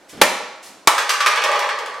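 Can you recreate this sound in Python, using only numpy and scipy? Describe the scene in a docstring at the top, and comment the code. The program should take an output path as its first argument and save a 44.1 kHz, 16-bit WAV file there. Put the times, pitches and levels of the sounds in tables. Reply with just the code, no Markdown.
"""Can smashed on a kitchen counter

Clasped hands crush an aluminium can close to a stereo pair of microphones. The can shoots off,
crashes down, then bounces and rattles away over the hard floor, heard mostly through the live room.
Smash and crash overload the microphones. Clothes swish with the swing and with the turn after it."""
import sys
import numpy as np
from scipy import signal
from scipy.io import wavfile

SR = 44100
rng = np.random.default_rng(int(sys.argv[2]) if len(sys.argv) > 2 else 0)


def to_wav(s):
    """Save 16-bit WAV."""
    ch = np.atleast_2d(s).T  # columns
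    pcm = np.round(np.clip(ch, -1, 1) * 32767)  # PCM
    wavfile.write(sys.argv[1], SR, pcm.astype(np.int16))


N = 88200

# stages in which the can buckles: start_s, level_db, swell_s, t60_s
BUCKLES = [(0.2129, -3, 0.0028, 0.016), (0.2156, 8.5, 0.0002, 0.0084), (.2176, 3.5, 0.00025, .036),
           (0.2338, -12, 0.0022, 0.041), (.2505, -18, 0.0016, .04)]
# colour of the crumpling metal: frequency_hz, gain_db
CRUSH_TONE = [(30, -27), (110, -20), (155, -30), (195, -8.5), (300, -4), (480, 2.5), (620, 5.5), (700, 2),
              (880, 4.5), (1400, -2), (2200, -2.5), (4000, -9), (8000, -13.5), (12000, -16), (16000, -29)]
# modes of the counter under the blow: pitch_hz, level_db, t60_s
COUNTER_MODES = [(188.4, -31, 0.37), (256.3, -24.5, 0.21), (496.5, -19, 0.26), (593, -9, 0.16),
                 (850, -32, 0.15)]
# the first landing: start_s, level_db, swell_s, t60_s
CRASH = (.8732, 4.03, 0.00045, 0.043)
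# colour of that landing: frequency_hz, gain_db
CRASH_TONE = [(30, -21), (110, -31), (200, -29), (300, -14), (500, -6), (720, -1.5), (980, 7), (1250, 3.5),
              (1500, -2), (2300, -2.5), (4000, -8.5), (6500, -13.5), (8500, -13.5), (12000, -20),
              (16000, -29)]
# bounces on the floor: start_s, clank_db, tick_db, tick_t60_s
BOUNCES = [(0.9798, -12.5, -20.5, 0.1), (1.0924, -14, -15, .07), (1.102, -17.5, -20.5, 0.078),
           (1.136, -17.5, -22.5, 0.039), (1.2041, -10.5, -21.5, 0.065), (1.2609, -9, -15.5, 0.066),
           (1.268, -13, -19, 0.056), (1.318, -15, -53, .03), (1.358, -22, -23.5, 0.034),
           (1.374, -15, -30, .03), (1.4195, -17, -28, .02), (1.4375, -13.5, -19, 0.043),
           (1.478, -24, -29, 0.022), (1.5161, -18, -20, 0.0095), (1.5578, -18, -32, .02),
           (1.5916, -19, -18.5, .015), (1.623, -19.5, -38, .03), (1.641, -22, -48, .03),
           (1.689, -15, -30, 0.015), (1.7872, -24, -30.5, 0.026), (1.8598, -27, -28.5, 0.019),
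           (1.8968, -34, -48, 0.025), (1.941, -31, -40, .015)]
# colour of the wall's clank: frequency_hz, gain_db
CLANK_TONE = [(300, -20), (400, -13), (580, -4), (740, -10), (1000, 0), (1200, 9), (1380, -1), (1560, 4),
              (2200, -1), (3200, -5), (5000, -12.5), (9000, -23.5), (16000, -66)]
# colour of the rim's tick: frequency_hz, gain_db
TICK_TONE = [(60, -65), (800, -14), (2000, 1.5), (3500, -1), (5800, 1.5), (7000, -5.5), (9000, -7),
             (12000, -13), (16000, -27.5)]
# the can's clear modes: pitch_hz, level_db, t60_s
CAN_MODES = [(578, -20.5, 0.24), (822.5, -17.5, 0.52), (988, -23, 0.19), (1043, -23, 0.48),
             (1153.5, -9.5, 0.49), (1177, -26, 0.87), (1263, -15.5, 0.28), (1506, -19.5, 0.22),
             (1765, -17.5, .25), (1890, -17.5, 0.32), (2230, -18, 0.33), (2380, -20, 0.21),
             (2712, -16.5, 0.11), (3381, -21, 0.15), (4310, -29.5, 0.17)]
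# so small a body gives off little bass: frequency_hz, gain_db
CAN_RADIATION = [(40, -43), (150, -19.5), (250, -18.5), (335, -10.5), (380, -1.5), (1000, -1)]
# strength of the rocking and rolling between bounces: time_s, level_db
ROLL_LEVELS = [(.88, -50), (.93, -31.5), (1.05, -37), (1.2, -55), (1.32, -32.5), (1.42, -28), (1.55, -29),
               (1.648, -21.5), (1.69, -34), (1.838, -39), (2.0, -38)]
# colour of the scuffing wall: frequency_hz, gain_db
ROLL_TONE = [(300, -14.5), (380, -1), (500, 2), (590, 5.5), (730, -1.5), (900, 4), (1150, 2.5), (1400, -13),
             (1560, -3), (1850, -4), (2700, -12), (5000, -20), (9000, -36.5), (16000, -40)]
# swishes of clothing: start_s, level_db, swell_s, t60_s
SWISHES = [(.078, -42, 0.019, 0.18), (.17, -43, 0.0023, .02), (.62, -41.5, 0.012, 0.25),
           (.645, -44, 0.012, 0.29)]
# colour of the cloth: frequency_hz, gain_db
CLOTH_TONE = [(100, -18), (1000, -6), (2000, 1.5), (3200, 1), (5000, 2), (8000, 0.5), (12000, -6),
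              (16000, -19)]
# soft thuds of the moving body: start_s, level_db, swell_s, t60_s
THUDS = [(.124, -36, 0.0051, 0.19), (.165, -37, 0.012, 0.6), (.68, -49, 0.0093, 0.31)]
# colour of the thuds: frequency_hz, gain_db
THUD_TONE = [(30, -18), (80, -15), (200, 2), (400, 0), (700, -10.5), (1500, -15), (5000, -23.5),
             (16000, -68)]
# colour of the room tone: frequency_hz, gain_db
ROOM_TONE = [(30, -19), (100, -15), (190, -4.5), (300, 1.5), (400, -0.5), (600, 2), (1200, -2), (3000, -12),
             (7000, -17.5), (11000, -25), (16000, -38)]
# reverberation time of the kitchen: frequency_hz, t60_s
ROOM_DECAY = [(100, 0.51), (400, 0.8), (1000, 0.92), (2700, 0.84), (5000, 0.8), (8000, 0.62), (15000, 0.31)]
# side signal of the microphone pair: frequency_hz, gain_db
STEREO_WIDTH = [(30, -5), (100, -11.5), (400, -14.5), (1200, -13), (2500, -9), (5000, -8), (9000, -2.5),
                (15000, -2)]


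def smash(directions=4, ring_db=-1):
    """Close up, the can buckles under the hands and the counter booms, differently in each direction."""
    hardest_s = BUCKLES[1][0]
    blows = [blow(BUCKLES, CRUSH_TONE, COUNTER_MODES, hardest_s, ring_db) for _ in range(directions)]
    return kitchen(blows, wet_db=-9.5)


def crash(directions=3, ring_db=-13):
    """The flying can lands hard and its modes ring."""
    blows = [blow([CRASH], CRASH_TONE, CAN_MODES, CRASH[0], ring_db) for _ in range(directions)]
    return kitchen(blows, wet_db=-7.5)


def bounces(spots=3, contact_s=0.00097, clank_t60_s=0.048, ring_db=-4.5):
    """Each bounce ticks on the rim, clanks and rings from one of a few spots on the floor."""
    ticks = bursts([(s, db, contact_s, t60) for s, _, db, t60 in BOUNCES], TICK_TONE)
    out = kitchen([ticks], wet_db=-1.5)
    for spot in range(spots):
        hits = BOUNCES[spot::spots]
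        clanks = bursts([(s, db, contact_s, clank_t60_s) for s, db, _, _ in hits], CLANK_TONE)
        for start_s, clank_db, _, _ in hits:
            ringing = ring(CAN_MODES, spread_db=2, tilt_db_per_octave=5)  # hard blows wake high modes
            add(clanks, start_s, amp(clank_db + ring_db) * ringing)
        out += on_floor(clanks)
    return out


def roll(taps_per_s=110, tap_s=0.0045, ring_db=-2):
    """The dented can rocks over its edges: a run of small scuffing taps drives its wall and modes."""
    taps = rng.uniform(0.58, 1, N) * (rng.random(N) < taps_per_s / SR)
    dying_taps = signal.lfilter([1], [1, -np.exp(-1 / (tap_s * SR))], taps)
    scuffs = unit_rms(dying_taps * rng.standard_normal(N))
    time_s, level_db = np.transpose(ROLL_LEVELS)
    scuffs *= amp(np.interp(np.arange(N) / SR, time_s, level_db, left=-200))
    modes = ring(CAN_MODES, spread_db=0, tilt_db_per_octave=-5.5)  # soft taps favour low modes
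    ringing = signal.fftconvolve(scuffs, unit_energy(modes))[:N]
    return on_floor(colour(scuffs, ROLL_TONE) + amp(ring_db) * ringing)


def body_movement():
    """Clothing and soft thuds as the arms swing and the body turns."""
    return kitchen([bursts(SWISHES, CLOTH_TONE) + bursts(THUDS, THUD_TONE)], wet_db=-0.5)


def room_tone(level_db=-49.5):
    """The steady hush of the kitchen at the microphones."""
    mid, side = (unit_rms(colour(rng.standard_normal(N), ROOM_TONE)) for _ in range(2))
    return amp(level_db) * microphone_pair(mid, side)


def blow(stages, tone, modes, ring_start_s, ring_db):
    """Crumpling metal, and the modes that ring under it."""
    out = bursts(stages, tone)
    add(out, ring_start_s, amp(ring_db) * ring(modes, spread_db=3.5))
    return out


def bursts(events, tone):
    """Bursts of dense crackle in one colour, each swelling quickly and dying away."""
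    t = np.arange(SR // 3) / SR
    out = np.zeros(N)
    for start_s, level_db, swell_s, t60_s in events:
        swell = np.minimum(t / swell_s, 1) ** 2
        decay = amp(level_db - 60 * np.maximum(t - swell_s, 0) / t60_s)
        add(out, start_s, rng.choice([-1, 1], len(t)) * swell * decay)
    return colour(out, tone)


def ring(modes, spread_db, tilt_db_per_octave=0, detune=0.0012):
    """Dying modes of a struck body; their shares and tuning shift a little with each contact."""
    t = np.arange(SR // 2) / SR
    hz, db, t60 = np.transpose(modes)
    share, shift = rng.standard_normal((2, len(hz)))
    db = db + tilt_db_per_octave * np.log2(hz / np.median(hz)) + spread_db * np.tanh(share)
    hz = hz * (1 + detune * np.tanh(shift))
    partials = amp(-60 * t / t60[:, None]) * np.sin(2 * np.pi * hz[:, None] * t)
    return (amp(db) * rng.choice([-1, 1], len(hz))) @ partials


def on_floor(x):
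    """The can's thin sound from down on the floor, mostly by way of the room."""
    return kitchen([signal.oaconvolve(x, response(CAN_RADIATION))[:N]], wet_db=1)


def kitchen(directions, wet_db, direct_side_db=-5):
    """All directions echo; the first also arrives straight as mid, the last of several as side."""
    wet_gain = amp(wet_db) / np.sqrt(len(directions))
    mid, side = (wet_gain * sum(signal.fftconvolve(x, echoes())[:N] for x in directions)
                 for _ in range(2))
    if len(directions) > 1:
        side += amp(direct_side_db) * directions[-1]
    return microphone_pair(directions[0] + mid, side)


def echoes(build_up_s=0.0063, early_per_s=2000, early_t60_s=0.14, early_db=-1):
    """Quick reflections off counter and cupboards, and the longer tail of the kitchen."""
    t = np.arange(SR * 3 // 4) / SR
    hz, frame_s, spectrum = signal.stft(rng.standard_normal(len(t)), SR, nperseg=512)
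    decay = amp(-60 * frame_s / value_at(ROOM_DECAY, hz)[:, None])
    tail = signal.istft(spectrum / (abs(spectrum) + 1e-12) * decay, SR, nperseg=512)[1][:len(t)]
    reflections = rng.choice([-1, 1], len(t)) * (rng.random(len(t)) < early_per_s / SR)
    early = reflections * amp(-60 * t / early_t60_s)
    return (unit_energy(tail) + amp(early_db) * unit_energy(early)) * np.minimum(t / build_up_s, 1)


def microphone_pair(mid, side):
    """Two closely spaced microphones that differ most in the treble."""
    side = signal.oaconvolve(side, response(STEREO_WIDTH))[:N]
    return np.array([mid + side, mid - side])


def colour(x, tone):
    """Gives a white sound the colour of a table and keeps its power."""
    return signal.oaconvolve(x, unit_energy(response(tone)))[:len(x)]


def response(tone, size=4096):
    """Minimum-phase impulse response with the gains of a table."""
    log_gain = np.log(amp(value_at(tone, abs(np.fft.fftfreq(size, 1 / SR)))))
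    return np.fft.ifft(np.exp(np.conj(signal.hilbert(log_gain)))).real[:size // 2]


def value_at(table, hz):
    """Interpolates a table over log frequency."""
    table_hz, values = np.transpose(table)
    return np.interp(np.log(hz + 1), np.log(table_hz), values)


def add(mix, start_s, sound):
    part = mix[round(start_s * SR):][:len(sound)]
    part += sound[:len(part)]


def amp(db):
    return 10 ** (np.asarray(db) / 20)


def unit_rms(x):
    return x / np.sqrt(np.mean(x ** 2) + 1e-20)


def unit_energy(x):
    return x / np.linalg.norm(x)


def scene(left_db=-0.73):
    """Everything as heard from beside the counter, the left microphone a little quieter."""
    mix = smash() + crash() + bounces() + roll() + body_movement() + room_tone()
    return mix * amp([[left_db], [0]])


def record(dry):
    """The two big hits overload the microphones and clip; a low-pass takes off the highest treble."""
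    low_pass = signal.firwin(511, cutoff=16100, window=("kaiser", 8), fs=SR)
    return signal.oaconvolve(np.clip(dry, -1, 1), low_pass[None], "same", axes=1)


dry = scene()
out = record(dry)
to_wav(out)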